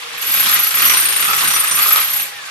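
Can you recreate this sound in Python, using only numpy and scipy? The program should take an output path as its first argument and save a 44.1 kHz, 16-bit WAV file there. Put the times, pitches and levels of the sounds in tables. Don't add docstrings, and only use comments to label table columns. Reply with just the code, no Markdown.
import sys
import numpy as np
from scipy import signal
from scipy.io import wavfile
from scipy.ndimage import uniform_filter1d

SR = 44100
rng = np.random.default_rng(int(sys.argv[2]) if len(sys.argv) > 2 else 0)


def ratio_of_db(decibels):
    return 10 ** (np.asarray(decibels, float) / 20)


def unload_audio(sound):
    columns = np.transpose(np.atleast_2d(sound))
    steps = np.round(np.clip(columns, -1, 1) * 32767)
    wavfile.write(sys.argv[1], SR, steps.astype(np.int16))


N = 110250


def rms_one(x):
    return x / np.sqrt(np.mean(x ** 2) + 1e-20)


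def noise():
    return rng.standard_normal((2, N))


def in_time(rows):
    s, *columns = np.transpose(rows)
    return [np.interp(np.arange(N) / SR, s, column) for column in columns]


def drift(rate):
    r = np.exp(-80 * np.pi * rate / SR)
    slow = signal.lfilter([1], [1, -2 * r, r * r], rng.standard_normal(N // 40 + 2002))
    slow = rms_one(slow[2000:])
    return np.interp(np.arange(N) / 40, np.arange(len(slow)), slow)


def rings(clicks, modes):
    out = 0
    for hz, db, t60 in modes:
        r = ratio_of_db(-60 / (t60 * SR))
        w = 2 * np.pi * hz / SR
        ring = signal.lfilter([1], [1, -2 * r * np.cos(w), r * r], clicks + 1e-18)
        out = out + ratio_of_db(db) * rms_one(ring)
    return out


def grains(per_s, spread_db):
    sizes = ratio_of_db(spread_db * np.minimum(rng.exponential(1, (2, N)), 5)) * noise()
    return rms_one(sizes * (rng.random((2, N)) < per_s / SR))


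def coloured(source, spectrum, patchy_db, per_octave=3):
    hz, db = np.transpose(spectrum)
    edges = 30 * 2 ** np.arange(0, 9.2, 1 / per_octave)
    edges = edges[edges > hz[0] * .7]
    lumps_db = 1.5 * drift(9)
    out = 0
    for low, high in zip(edges, edges[1:]):
        band = signal.sosfilt(signal.butter(2, [low, high], "band", fs=SR, output="sos"), source)
        level_db = np.interp(np.log(low * high) / 2, np.log(hz), db)
        flicker_db = patchy_db * drift(38.0) + (high < 300) * lumps_db
        out = out + band * ratio_of_db(level_db + flicker_db)
        source = source[::-1] * [[1], [-1]]
    return rms_one(out)


def pulsing(swell, share, span):
    return 1 - share + share * swell / uniform_filter1d(swell, size=span)


# f/Hz, level/dB per Hz
MOTOR_RUSH = [(40, -25), (150, -17), (377, -27), (460, -6), (810, -9), (3550, -4), (8000, -19.5),
              (15500, -21)]
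# t/s, f/Hz, hum level/dB, whine level/dB
ROTOR_SPEED = [
    (0, 471, -46, -50),
    (.22, 471, -46, -56),
    (.35, 440, -58, -60),
    (2.2, 530, -65, -52),
    (2.3, 495, -62, -39),
    (2.5, 375, -62, -38),
]
# f/Hz, level/dB, t60/s
CASING_MODE = [(820, 0, .2)]


def motor():
    rush_db, casing_db = -34.5, -47
    hz, hum_db, whine_db = in_time(ROTOR_SPEED)
    turn = 2 * np.pi * np.cumsum(hz * (1 + .004 * drift(15.0))) / SR
    tones = 0
    for multiple, db in ((1, hum_db), (4, whine_db)):
        sides = np.sin([multiple * turn, multiple * turn + 1.5])
        tones = tones + ratio_of_db(db + 3 * drift(20)) * sides
    rush = ratio_of_db(rush_db) * coloured(noise(), MOTOR_RUSH, patchy_db=3.0)
    return rush + tones + ratio_of_db(casing_db) * rings(noise(), CASING_MODE)


# t/s, ring level/dB
SHANK_BLOWS = [(0.175, -25.5), (0.213, -19.5), (0.2376, -22), (0.2625, -16.5), (0.288, -15), (0.3125, -11),
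               (0.3363, -8.5), (0.3587, -15), (0.3805, -14), (0.395, -8), (0.428, -12.5), (0.461, -13),
               (0.4816, -11.5), (0.5075, -10.5), (0.533, -6), (0.591, -9), (0.629, -8), (0.667, -10),
               (0.7096, -19.5), (0.747, -9), (0.781, -10),
               (0.818, -7.5), (0.837, -12), (0.8505, -5), (0.8737, -11), (0.9035, -10), (0.9271, -12),
                (0.9665, -12), (0.996, -9.5), (1.0375, -14.5), (1.0856, -16), (1.123, -15.5), (1.162, -15),
                (1.176, -27), (1.202, -13), (1.2394, -14), (1.2633, -17), (1.283, -22), (1.3014, -15),
                (1.3356, -16), (1.3605, -11), (1.3766, -17.5), (1.402, -18), (1.434, -13), (1.478, -13),
                (1.5043, -15), (1.5347, -14.5),
               (1.57, -17), (1.5943, -15.5), (1.6344, -13.5), (1.6531, -57), (1.675, -17), (1.712, -19),
              (1.7317, -22), (1.747, -12), (1.7786, -12), (1.8007, -13), (1.821, -7), (1.859, -9.5),
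              (1.8821, -7.5), (1.901, -19), (1.921, -2), (1.957, -11.5), (1.994, -11.5), (2.038, -13),
              (2.0734, -16.5), (2.101, -15.5), (2.1305, -13), (2.1575, -13), (2.188, -17), (2.215, -16.5),
              (2.2582, -47), (2.2892, -55)]


def all_blows():
    return SHANK_BLOWS


def blows(rise_s):
    s, db = np.transpose(all_blows())
    hits = np.zeros(N)
    hits[(s * SR).astype(int)] = ratio_of_db(db)
    r = np.exp(-1 / (rise_s * SR))
    peak_gain = np.e ** 2 * (1 - r) ** 2 / 2
    return abs(signal.lfilter([peak_gain], np.poly([r, r, r]), hits))


def steel(strikes, hz, wander_hz, rise_s, hold_s):
    lead_s, reset_s = .003, 0.00072
    s, db = np.transpose(sorted([(0, -80)] + strikes))
    t = np.arange(N) / SR + lead_s
    last = np.searchsorted(s, t, side="right") - 1
    age = t - s[last]
    start = ratio_of_db(db) * np.exp(2j * np.pi * rng.random(len(s)))
    swing = start[last] * (1 - np.exp(-age / rise_s)) * np.exp(-(age / hold_s) ** 2)
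    r = np.exp(-1 / (reset_s * SR))
    swing = signal.lfilter([1 - r], [1, -r], swing)
    turn = 2 * np.pi * np.cumsum(hz + wander_hz * drift(31.8)) / SR
    apart = .72 + .22 * drift(20.0)
    ring = swing * np.exp(1j * np.array([turn + apart, turn - apart]))
    return np.sqrt(2) * ring.real


# t/s, ring level/dB
BENDING_BLOWS = [(0.4909, -31), (0.557, -34), (0.5901, -19), (0.6545, -30), (0.7064, -21.5), (0.7478, -17),
                 (0.8016, -13.5), (0.8445, -24), (0.872, -24), (0.8944, -20), (0.9274, -26), (0.9738, -14),
                 (1.0025, -9.5), (1.0296, -16), (1.0565, -12.5), (1.102, -13), (1.1239, -17), (1.163, -10),
                 (1.1992, -15), (1.2247, -15), (1.2581, -13), (1.2786, -20), (1.323, -33), (1.3479, -25),
                 (1.3858, -29), (1.4482, -35), (1.4756, -17), (1.5335, -21), (1.5639, -24), (1.5973, -10),
                 (1.6462, -26), (1.673, -15), (1.713, -11), (1.759, -11.5), (1.8039, -22), (1.8523, -28),
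                 (1.8772, -20), (1.9081, -25), (1.9426, -33), (1.9695, -24), (2.0009, -26), (2.1087, -23),
                 (2.1635, -24), (2.197, -21), (2.2229, -28)]
# t/s, ring level/dB
TIP_SLIPS = [
    (1.395, -15),
    (1.995, -18),
    (2.02, -11),
]


def shank():
    rise_s, bend_hold_s, bend_wander_hz = 0.011, 0.018, 15.4
    lengthwise = steel(all_blows(), 11756, 9.7, rise_s, 0.019)
    bent = steel(BENDING_BLOWS, 9142, bend_wander_hz, 0.0033, bend_hold_s)
    slipping = steel(TIP_SLIPS, 11110, bend_wander_hz, rise_s, bend_hold_s)
    return ratio_of_db(4) * lengthwise + ratio_of_db(-1.5) * bent + slipping


# f/Hz, level/dB, t60/s
RATTLE_MODES = [(11750, 0, .03), (11400, -6, .03), (11120, -8, .05), (11550, -5, .012), (11950, -9, .012),
                (13800, -4, .015), (14000, -8, .008), (14300, -7, .008)]
# f/Hz, level/dB per Hz
STEEL_HASH = [(3000, -2.5), (6000, -8), (9000, 1), (11700, -10), (12500, 23), (13300, -34), (14000, -9),
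              (15200, -26)]


def chatter():
    modes_db, hash_db, hash_follows = -29, -25.5, 0.45
    swell = rms_one(blows(rise_s=0.0099))
    clicks = grains(per_s=1700, spread_db=1.5)
    sizzle = swell ** hash_follows * (noise() + .7 * clicks)
    return (ratio_of_db(modes_db) * rings(swell * clicks, RATTLE_MODES)
            + ratio_of_db(hash_db) * coloured(sizzle, STEEL_HASH, patchy_db=3, per_octave=10))


# t/s, peak level/dB
TIP_BITES = [(0.2243, -29), (0.3395, -26), (0.3705, -19), (0.3955, -12), (0.4274, -10), (0.4547, -10),
             (0.4672, -11), (0.494, -7), (0.525, -7), (0.559, -4.5), (0.5905, -10), (0.6348, -13.5),
             (0.6649, -14.5), (0.7073, -6), (0.7416, -2.5), (0.771, -3), (0.797, -9.5), (0.8209, -12),
             (0.853, -18), (0.8957, -7), (0.9162, -19), (0.9366, -7), (0.9691, -10), (1.0213, -19),
             (1.0525, -15), (1.0853, -9.5), (1.1228, -5), (1.1621, -3), (1.1949, -2.5), (1.225, -4),
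             (1.2507, -13), (1.2783, -13), (1.2993, -11), (1.31, -16), (1.3316, -4.5), (1.3792, -8),
             (1.4057, -14), (1.42, -18), (1.4435, -11), (1.4743, -6), (1.5036, -5), (1.5347, -6.5),
             (1.562, -4), (1.6026, -19), (1.6366, -25), (1.6717, -15), (1.711, -4), (1.7428, -9),
             (1.772, -4.5), (1.7895, -5), (1.816, -9), (1.8585, -27), (1.906, -15), (1.932, -8.5),
             (1.959, -4), (1.9758, -5), (2.0106, -9), (2.135, -22), (2.164, -28), (2.1978, -20.5)]


def bites(decay_s):
    s, db = np.transpose(TIP_BITES)
    hits = np.zeros(N)
    hits[(s * SR).astype(int)] = ratio_of_db(db)
    return signal.lfilter([1], [1, -np.exp(-1 / (decay_s * SR))], hits)


# t/s, level/dB
BODY_WEIGHT = [(0.0, -62), (0.17, -50), (0.21, -76), (0.28, -45), (0.49, -38.5), (0.72, -60), (0.74, -45.5),
               (0.86, -37), (1.16, -51), (1.28, -40.5), (1.33, -46.5), (1.48, -37.5), (1.66, -56),
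               (1.73, -42.5), (2.03, -48.5), (2.07, -66), (2.11, -44), (2.5, -70)]
# f/Hz, level/dB per Hz
FLOOR_SHUDDER = [(40, -4), (70, -5.5), (150, -4), (280, -5), (420, -27), (1500, -70)]


def thud():
    db, = in_time(BODY_WEIGHT)
    swell = uniform_filter1d(bites(decay_s=0.027), size=300) + 1e-2
    push = pulsing(swell, share=0.44, span=5000)
    return ratio_of_db(db) * push * coloured(noise(), FLOOR_SHUDDER, patchy_db=2.5)


# f/Hz, level/dB per Hz
MORTAR = [(120, -40), (300, -16), (750, -13), (1200, -3), (2500, -1), (4500, -6.5), (8000, -10.5),
          (12500, -9), (14500, -28)]


def crushing(hiss, crush_db):
    crack = coloured(noise(), MORTAR, patchy_db=-5.0, per_octave=2)
    cracks = ratio_of_db(-11.5) * bites(decay_s=0.0022) * crack
    return cracks + ratio_of_db(crush_db + 2.5) * coloured(hiss, MORTAR, patchy_db=3.0)


def chips(beat):
    cycles = 30.3
    clicks = beat * grains(per_s=1500, spread_db=2.5)
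    dealt = rng.integers(0, 24, (2, N))
    out = 0
    for k, hz in enumerate(np.geomspace(1050, 4800, num=24)):
        out = out + rings(clicks * (dealt == k), [(hz, 0, cycles / hz)])
    return rms_one(out)


# f/Hz, level/dB, t60/s
SLAB_MODES = [(1280, 5, 0.023), (1233, -18.5, 0.099), (1352, -7, 0.095)]
# f/Hz, level/dB, t60/s
TILE_MODES = [(2372, -1, 0.026), (3450, -0.5, 0.09), (3836, -4.5, 0.088), (2640, -1.5, 0.064)]


def slab_and_tile(hiss, grit, slab_db, crush_db):
    return ratio_of_db(slab_db - 2) * rings(hiss, SLAB_MODES) + ratio_of_db(crush_db - 11) * rings(grit, TILE_MODES)


# f/Hz, level/dB, t60/s
HIGH_BENDING = [(9140, 0, .1), (9200, -6, .02), (9300, -13, .01), (6620, -20, .05)]
# f/Hz, level/dB, t60/s
LOW_BENDING_MODES = [(5850, 0, .07), (5800, -6, .03), (6060, -10, .06)]
# t/s, level/dB
SIDE_LOAD = [(0.2, -54), (0.22, -43), (0.58, -33), (0.77, -39), (0.87, -26.5), (1.05, -34), (1.08, -52),
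             (1.41, -36), (1.58, -27.5), (1.61, -50), (1.74, -27.5), (1.81, -45), (2.1, -34.5), (2.18, -53),
             (2.21, -37), (2.3, -58)]


def bending(grit, bend_db):
    low_db, = in_time(SIDE_LOAD)
    struck = np.clip(uniform_filter1d(blows(rise_s=.003), size=2000) * 50, 0, 1)
    return ratio_of_db(bend_db + 2) * struck * rings(grit, HIGH_BENDING) + ratio_of_db(low_db) * rings(grit, LOW_BENDING_MODES)


# t/s, crushing level/dB, slab boom level/dB, high bending ring level/dB
LEANING = [(0.0, -35.5, -57, -54), (0.1, -35.5, -57, -62), (0.38, -22.5, -39, -31), (0.55, -21, -29, -36),
           (0.71, -27.5, -43.5, -38), (0.83, -19, -26, -28), (1.16, -25, -55, -27.5), (1.29, -22, -22, -29),
           (1.31, -25, -24, -44), (1.45, -20, -40, -23.5), (1.49, -23, -33, -25), (1.75, -25, -33.5, -25.5),
           (1.87, -20.5, -26.5, -33), (1.99, -23.5, -22.5, -45), (2.04, -25.5, -62, -34),
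           (2.22, -32, -45, -44), (2.31, -39, -55, -59), (2.5, -35.5, -43, -57)]


def floor_work():
    crush_db, slab_db, bend_db = in_time(LEANING)
    beat = pulsing(bites(decay_s=.012) + 1e-2, share=0.43, span=4000)
    grit = beat * grains(per_s=3000, spread_db=3.5)
    hiss = beat * noise() + .5 * grit
    bodies = (ratio_of_db(crush_db - 0.5) * chips(beat)
              + slab_and_tile(hiss, grit, slab_db, crush_db)
              + bending(grit, bend_db))
    no_boom = signal.butter(3, 665, "high", fs=SR, output="sos")
    return crushing(hiss, crush_db) + signal.sosfilt(no_boom, bodies)


def bathroom(x):
    t60_s, wall_cut_hz = .3, 12000
    out = np.zeros((2, N))
    dull = np.exp(-2 * np.pi * wall_cut_hz / SR)
    lags = (rng.uniform(.008, .025, size=16) * SR).astype(int)
    for k, lag in enumerate(lags):
        side = k % 2
        loop, state = x[side].copy(), [0.]
        gain = ratio_of_db(-60 * lag / SR / t60_s)
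        for i in range(lag, N, lag):
            back, state = signal.lfilter([gain * (1 - dull)], [1, -dull], loop[i - lag:i], zi=state)
            loop[i:i + lag] += back[:N - i]
        out[side] += (loop - x[side]) * (-1) ** (k // 2) / 4
    return out


def scene():
    whir = motor()
    ring = shank()
    rest = chatter() + thud() + floor_work()
    echoes = ratio_of_db(-3) * bathroom(rest + ratio_of_db(-11) * ring)
    return whir + ring + rest + echoes


def roll_off(x):
    return signal.sosfilt(signal.butter(12, 15610, fs=SR, output="sos"), x)


def record(dry):
    top = 1.0
    mix = signal.sosfilt(signal.butter(2, 73, "high", fs=SR, output="sos"), dry)
    mix = top * np.tanh(mix / top)
    mix = signal.sosfilt(signal.cheby2(10, 60, 15500, fs=SR, output="sos"), mix)
    return roll_off(mix)


dry = scene()
out = record(dry)
unload_audio(out)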